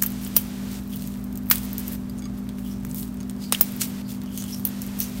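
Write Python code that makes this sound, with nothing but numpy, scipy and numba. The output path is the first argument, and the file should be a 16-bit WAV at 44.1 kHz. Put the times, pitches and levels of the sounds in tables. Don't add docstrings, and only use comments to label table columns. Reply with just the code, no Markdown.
import sys
import numpy as np
from scipy import signal
from scipy.fft import rfft, irfft
from scipy.io import wavfile
from scipy.ndimage import uniform_filter1d
from numba import njit

SR = 44100
rng = np.random.default_rng(int(sys.argv[2]) if len(sys.argv) > 2 else 0)


def waveform_to_disk(signal):
    frames = np.transpose(np.atleast_2d(signal))
    scaled = np.clip(frames, -1, 1) * 32767
    samples = np.round(scaled).astype(np.int16)
    wavfile.write(sys.argv[1], SR, samples)


N = 229302

# start_s, treble_db, upper_middle_db, low_db
LOUD_CRACKS = [(0.0192, -25, -27.5, -44), (0.0232, -11, -13, -42), (0.0246, -10, -20, -38),
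               (0.0338, -13, -16, -49), (0.038, -14, -30, -25), (0.0629, -13, -26.5, -48),
               (0.0683, -20, -30, -53), (0.1037, -29, -39, -52), (0.12, -33, -35, -50),
               (0.249, -34, -29, -52), (0.2656, -33, -37, -37), (0.36, -40, -31, -58),
               (0.3655, -1, -8.5, -19), (0.3686, -1.5, -42, -38), (0.3697, -8, -36, -43),
               (0.3772, -20, -43, -53), (0.3796, -21, -40, -48), (1.0223, -34, -32, -42),
               (1.0744, -30, -32, -61), (1.12, -48, -41, -55), (1.1401, -54, -36, -45),
               (1.173, -41, -44, -60), (1.242, -34, -43, -66), (1.3278, -36, -43, -66),
               (1.3565, -31, -36, -52), (1.3749, -28, -33.5, -56), (1.4597, -38, -52, -62),
               (1.4767, -43, -53, -62), (1.501, -5.5, -25, -31), (1.505, -22, -30, -38),
               (1.5123, 1, -9, -11.5), (1.5156, -4, -12.5, -24), (1.557, -17, -23, -26.5),
               (1.5728, -35, -35, -42), (1.5822, -27, -28, -50), (1.6339, -32, -41, -56),
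               (1.6496, -30, -45, -49), (1.7313, -24, -38, -56), (1.7816, -16.5, -27, -54),
               (1.7955, -33, -37, -56), (1.8806, -20, -31, -61), (1.925, -28, -41, -56),
               (1.951, -28, -48, -58), (2.097, -37, -37, -52), (2.1797, -46, -42, -59),
               (2.186, -53, -39, -60), (2.193, -50, -40, -66), (2.2222, -47, -41, -56),
               (2.2562, -47, -41, -40), (2.491, -37, -36, -41), (2.5847, -44, -46, -37.5),
               (2.7132, -42, -45, -47), (2.802, -52, -47, -60), (2.834, -45, -49, -60),
               (2.85, -30.5, -35.5, -55), (2.8683, -39, -45, -54), (2.898, -38, -44, -64),
               (2.9133, -44, -32, -64), (2.9462, -29, -29.5, -44), (3.026, -39, -41, -39),
               (3.0298, -35, -30.5, -41), (3.172, -52, -43, -60), (3.0791, -40, -42, -55),
               (3.1434, -38, -47, -56), (3.2042, -43, -38, -43), (3.2106, -45, -40, -45),
               (3.2311, -43, -44, -45), (3.297, -38, -29, -40), (3.3097, -39, -44, -54),
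               (3.524, -5.5, -6.5, -17), (3.5258, -24, -14, -35), (3.546, -33, -28, -47),
               (3.5484, -34, -22, -33), (3.6103, 3, -10, -29), (3.7217, -32, -41, -58),
               (3.7654, -28, -47, -54), (3.8117, -31, -34, -49), (3.817, -25, -12, -26),
               (4.217, -47, -37, -41), (4.236, -39, -49, -45), (4.2601, -50, -41, -43),
               (4.3762, -24, -25.5, -38), (4.386, -28, -32, -58), (4.4005, -37, -37, -51),
               (4.4112, -32, -38, -48), (4.4232, -43, -28, -37), (4.44, -32, -28, -43),
               (4.597, -32, -43, -42), (4.6522, -7, -23, -39), (4.6686, -23, -41, -56),
               (4.673, -19, -29, -54), (4.689, -28, -47, -52), (4.819, -23, -28.5, -51),
               (4.8659, -30, -40, -58), (4.8756, -40, -37, -58), (4.991, -23, -32, -60),
               (5.0032, -11.5, -19.5, -40), (5.0132, -30, -23.5, -35)]
# treble_db, upper_middle_db, low_db
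FAINT_CRACK = [-50, -64, -57]
def leaf_tears(faint_count=60, spread_db=9.5, uneven_db=3.0, tear_s=0.0013):
    faint_db = FAINT_CRACK + spread_db * rng.standard_normal((faint_count, 3))
    faint_s = rng.random(faint_count) * (N - 1) / SR
    cracks = np.vstack([LOUD_CRACKS, np.column_stack([faint_s, faint_db])])
    t = np.arange(1024) / SR
    noises = rng.standard_normal((len(cracks), len(t)))
    noises[:, 0] += 5
    sizes = np.repeat(rng.standard_normal((len(cracks), 64)), 16, axis=1)
    tears = np.zeros((4, N + len(t)))
    for (start_s, treble_db, upper_db, low_db), noise, size in zip(cracks, noises, sizes):
        lower_db = upper_db + 0.47 * (low_db - upper_db) + 2
        fade_s = max(tear_s * gain(0.2 * upper_db), 1e-4)
        tear = noise * gain(uneven_db * size) * np.exp(-t / fade_s)
        tear /= np.sqrt(2) * rms(tear[:88])
        start = int(start_s * SR)
        tears[:, start:start + len(t)] += np.outer(gain([treble_db, upper_db, lower_db, low_db]), tear)
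    return tears[:, :N]


# low_hz, high_hz, echo_s (time to fade 60 dB), echo_db
ROOM_BANDS = [(12050, 18440, 0.067, -5.5), (5690, 10470, 0.056, -10), (2320, 6610, 0.09, -8.5),
              (917, 2860, 0.24, -10.5)]
def leaf_snaps(uneven_db=3.0):
    out, t = 0, np.arange(SR // 3) / SR
    lumps = gain(uneven_db * wander(1000)[:len(t)] * np.exp(-t / 0.0081)) * (t > 0.0015)
    for tear, (low_hz, high_hz, echo_s, echo_db) in zip(leaf_tears(), ROOM_BANDS):
        tail = rng.standard_normal(len(t)) * 1000 ** (-t / echo_s) * lumps
        echo = signal.fftconvolve(tear, tail / np.sqrt(np.sum(tail ** 2)))[:N]
        out = out + band(tear + gain(echo_db) * echo, low_hz, high_hz)
    return out


# peak_s, middle_db, treble_db, pitch_hz, length_s
STROKES = [(.03, -49.5, -58, 7900, .2), (0.245, -49, -42, 8500, 0.057), (.395, -47, -32, 2900, 0.062),
           (.745, -45.5, -45, 5200, 0.088), (0.939, -49.5, -41.5, 3100, 0.056),
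           (1.056, -47.5, -49, 6400, 0.15), (1.55, -40, -32, 8500, 0.07), (1.645, -52, -39, 5000, 0.038),
           (1.796, -54, -29, 8400, .012), (1.819, -49, -44, 8400, .035), (1.877, -56, -43, 5000, 0.047),
           (1.93, -51, -40, 8500, 0.05), (2.193, -66, -63, 8000, 0.045), (2.38, -54.5, -62, 5000, 0.028),
           (2.598, -55, -49, 8000, 0.027), (2.682, -51, -46, 4000, 0.057), (2.734, -56, -63, 6000, 0.036),
           (2.904, -56, -47, 7000, .03), (2.992, -42, -33.5, 8500, 0.066), (3.44, -43.5, -50, 4700, 0.061),
           (3.548, -36, -34, 3200, 0.035), (3.645, -43, -39.5, 8500, 0.13),
           (3.819, -26.5, -27, 8400, 0.024), (3.849, -36.5, -35, 8400, .025),
           (3.896, -58, -47, 6000, 0.055), (4.114, -39, -41, 6200, 0.045), (4.395, -43, -43, 6600, 0.11),
           (4.53, -46, -43, 5700, 0.094), (4.582, -53, -48, 5500, .03), (4.685, -64, -60, 5000, 0.22),
           (4.838, -54, -45, 8500, 0.039), (5.027, -36.5, -31, 6130, 0.06), (5.19, -47, -49, 3000, 0.069)]
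# middle_db, treble_db, pitch_hz
RUSTLE = (-62, -61.5, 5900)
def finger_rubs(grit_db=3.5, rise_share=0.57):
    t = np.arange(0, N, 32) / SR
    peak_s, middle_db, treble_db, pitch_hz, length_s = np.transpose(STROKES)[:, :, None]
    rest_middle_db, rest_treble_db, rest_hz = RUSTLE
    push = swell(t - peak_s, rise_share * length_s, length_s / 2)
    strokes, rest = gain(middle_db) * push, gain(rest_middle_db)
    middle = strokes.sum(0) + rest
    treble = (gain(treble_db) * push).sum(0) + gain(rest_treble_db)
    centre_hz = ((strokes * pitch_hz).sum(0) + rest * rest_hz) / middle
    middle, treble, centre_hz = curves(np.transpose([t, middle, treble, centre_hz]))
    grit = rng.standard_normal((2, N)) * gain(grit_db * np.array([wander(600), wander(600)]))
    rasp = band(moving_band(grit[0], centre_hz, sharpness=0.43), 1960, 15300)
    scratch = band(grit[1], 9300, 19700)
    return middle * set_level(rasp, 0) + treble * set_level(scratch, 0)


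# peak_s, pitch_hz, width_hz, level_db, fall_s
KNOCKS = [(0.023, 1660, 1190, -26, 0.0032), (0.366, 724, 600, -28.5, 0.0027),
          (1.512, 940, 500, -33.5, .004), (1.512, 1900, 890, -23, 0.0063),
          (3.525, 1260, 1880, -18.5, 0.0011), (3.526, 3000, 700, -29, .003),
          (3.547, 3080, 696, -17.5, 0.0025), (4.5235, 5520, 650, -34, .025)]
def knocks(grit, rise_s=0.0013):
    return sum(burst(grit, peak_s, pitch_hz, width_hz, level_db, rise_s, fall_s)
               for peak_s, pitch_hz, width_hz, level_db, fall_s in KNOCKS)


# peak_s, pitch_hz, level_db, length_s
BOWL_SCRAPES = [(.266, 3170, -45.5, .008), (0.38, 3160, -44, 0.017), (0.936, 3200, -46, 0.015),
                (2.67, 3180, -52.5, .03), (2.722, 5600, -51.5, 0.028), (3.445, 4670, -46, 0.041),
                (4.073, 4660, -53, .025), (4.3, 3090, -56, 0.085), (4.394, 3240, -49, 0.046),
                (4.405, 6500, -41, 0.034), (4.49, 3120, -53.5, .06), (5.025, 6040, -36.5, 0.027)]
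def bowl_scrapes(grit, width_share=0.16):
    return sum(burst(grit, peak_s, pitch_hz, width_share * pitch_hz, level_db, length_s, length_s)
               for peak_s, pitch_hz, level_db, length_s in BOWL_SCRAPES)


# pitch_hz, ring_s (time to fade 60 dB)
BOWL_NOTES = [(1170, 0.13), (2230, 0.064), (3420, 0.058), (4850, .04), (6520, 0.05), (8350, 0.035)]
# start_s, level_db, favoured_hz, spread_octaves
BOWL_TICKS = [(2.0975, -41.5, 4850, 0.22), (2.1927, -42, 6520, 0.18), (2.2225, -46.5, 4850, 1.8),
              (2.241, -42, 5500, 0.57), (2.254, -39, 5540, 0.5), (2.256, -43.5, 1510, 0.82),
              (3.204, -39, 6520, 0.14)]
def bowl_ticks(rise_s=0.00023):
    out, t = np.zeros(N + SR // 4), np.arange(SR // 4) / SR
    pitch_hz, ring_s = np.transpose(BOWL_NOTES)[:, :, None]
    for start_s, level_db, favoured_hz, spread_octaves in BOWL_TICKS:
        phase = rng.random(pitch_hz.shape)
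        share = np.exp(-0.5 * (np.log2(pitch_hz / favoured_hz) / spread_octaves) ** 2)
        notes = share * np.sin(2 * np.pi * (pitch_hz * t + phase)) * 1000 ** (-t / ring_s)
        start = int(start_s * SR)
        out[start:start + len(t)] += gain(level_db) * notes.sum(0) * np.minimum(t / rise_s, 1)
    return out[:N]


# pitch_hz, level_db
MOTOR_TONES = [(120.2, -47), (197.7, -34), (247.1, -37), (395.4, -55.5), (445, -67.5), (592.8, -61)]
# time_s, level_db
DRONE_LEVELS = [(0, -44), (2, -43), (3.1, -42), (3.6, -58), (4.7, -54), (5.2, -44)]
# peak_s, pitch_hz, level_db, length_s
FAR_THUDS = [(1.01, 153, -39.5, 0.18), (2.9, 147, -35, 0.107), (1.52, 60, -42, 0.094)]
def fridge(drone_hz=58.15):
    hum, t = 0, np.arange(N) / SR
    for pitch_hz, level_db in MOTOR_TONES:
        loudness = gain(level_db + 0.84 * wander(12))
        cycles = pitch_hz * t + 0.089 * wander(6.9) + rng.random()
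        hum = hum + loudness * np.sin(2 * np.pi * cycles)
    drone = gain(curves(DRONE_LEVELS)[0] + 0.5 * wander(8)) * np.sin(2 * np.pi * drone_hz * t)
    thuds = 0
    for peak_s, pitch_hz, level_db, length_s in FAR_THUDS:
        bump = np.exp(-(2 * (t - peak_s) / length_s) ** 2)
        thuds = thuds + gain(level_db) * bump * np.sin(2 * np.pi * pitch_hz * t)
    return np.sqrt(2) * (hum + drone + thuds)


# pitch_hz, relative_db
RUMBLE_SHAPE = [(20, -23), (40, -11.5), (60, -6), (130, -2.5), (290, -6.5), (330, -13), (480, -20.5),
                (700, -22), (1300, -26), (2300, -35), (5000, -47), (16000, -81)]
def air_rumble():
    return shaped_noise(RUMBLE_SHAPE, level_db=-39.5)


# pitch_hz, relative_db
HISS_SHAPE = [(300, 9), (1000, 1.5), (1800, 2), (3000, 1.5), (6000, -0.5), (10300, -3), (14000, -2.5),
              (16000, -11)]
# start_s, end_s
LOUD_HISS_TIMES = [(0.017, 0.8), (1.5, 1.962), (3.524, 4.02), (4.652, 5.27)]
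def hiss(loud_db=-44, drop_db=13, linger_share=0.16, linger_s=0.24):
    t = np.arange(N) / SR
    lift = np.zeros(N)
    for start_s, end_s in LOUD_HISS_TIMES:
        fading = linger_share * np.exp(-np.maximum(t - end_s, 0) / linger_s)
        lift = np.maximum(lift, (t > start_s) * np.where(t < end_s, 1, fading))
    return shaped_noise(HISS_SHAPE, loud_db) * gain(drop_db * (uniform_filter1d(lift, 200) - 1))


def gain(db):
    return 10 ** (np.asarray(db) / 20)


def rms(x):
    return np.sqrt(np.mean(x ** 2))


def set_level(x, level_db):
    return x * gain(level_db) / rms(x)


def band(x, low_hz, high_hz):
    sos = signal.butter(3, [low_hz, high_hz], "bandpass", fs=SR, output="sos")
    return signal.sosfilt(sos, x) * np.sqrt(SR / 2 / (high_hz - low_hz))


@njit
def moving_band(x, centre_hz, sharpness):
    out, band_state, low_state = np.empty(len(x)), 0., 0.
    for i in range(len(x)):
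        step = np.tan(np.pi * centre_hz[i] / SR)
        passed = (band_state + step * (x[i] - low_state)) / (1 + step * (step + 1 / sharpness))
        band_state = 2 * passed - band_state
        low_state += 2 * step * passed
        out[i] = passed / sharpness
    return out


def shaped_noise(shape, level_db):
    pitch_hz, relative_db = np.transpose(shape)
    all_hz = np.maximum(np.arange(N // 2 + 1) * SR / N, 1)
    tone = gain(np.interp(np.log(all_hz), np.log(pitch_hz), relative_db))
    return set_level(irfft(rfft(rng.standard_normal(N)) * tone, N), level_db)


def wander(rate_hz):
    hold = int(SR / rate_hz)
    steps = np.repeat(rng.standard_normal(N // hold + 1), hold)
    return 1.3 * uniform_filter1d(uniform_filter1d(steps, hold), hold)[:N]


def curves(table):
    time_s, *columns = np.transpose(table)
    return [np.interp(np.arange(N) / SR, time_s, column) for column in columns]


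def swell(age_s, rise_s, fall_s):
    return np.exp(np.where(age_s < 0, -(age_s / rise_s) ** 2, -age_s / fall_s))


def burst(grit, peak_s, pitch_hz, width_hz, level_db, rise_s, fall_s):
    out = np.zeros(N)
    near = np.arange(max(int((peak_s - 0.15) * SR), 0), min(int((peak_s + 0.3) * SR), N))
    push = swell(near / SR - peak_s, rise_s, fall_s)
    noise = band(grit[near] * push, pitch_hz - width_hz / 2, pitch_hz + width_hz / 2)
    out[near] = set_level(noise, level_db) * rms(push)
    return out


def scene():
    leaves = leaf_snaps() + finger_rubs()
    grit = rng.standard_normal(N) * gain(2.5 * wander(300))
    close_sounds = leaves + knocks(grit) + bowl_scrapes(grit) + bowl_ticks()
    return (close_sounds + fridge() + air_rumble() + hiss())[None]


def record(dry, dip_hz=10450, dip_width_hz=800, dip_share=0.5):
    dip = signal.lfilter(*signal.iirpeak(dip_hz, dip_hz / dip_width_hz, SR), dry)
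    gentle_cut = signal.ellip(5, 0.2, 11, 15750, fs=SR, output="sos")
    steep_cut = signal.ellip(7, 0.1, 35, 16494, fs=SR, output="sos")
    softened = signal.sosfiltfilt(gentle_cut, dry - dip_share * dip)
    return signal.sosfiltfilt(steep_cut, np.clip(softened, -0.95, 0.95))


dry = scene()
out = record(dry)
waveform_to_disk(out)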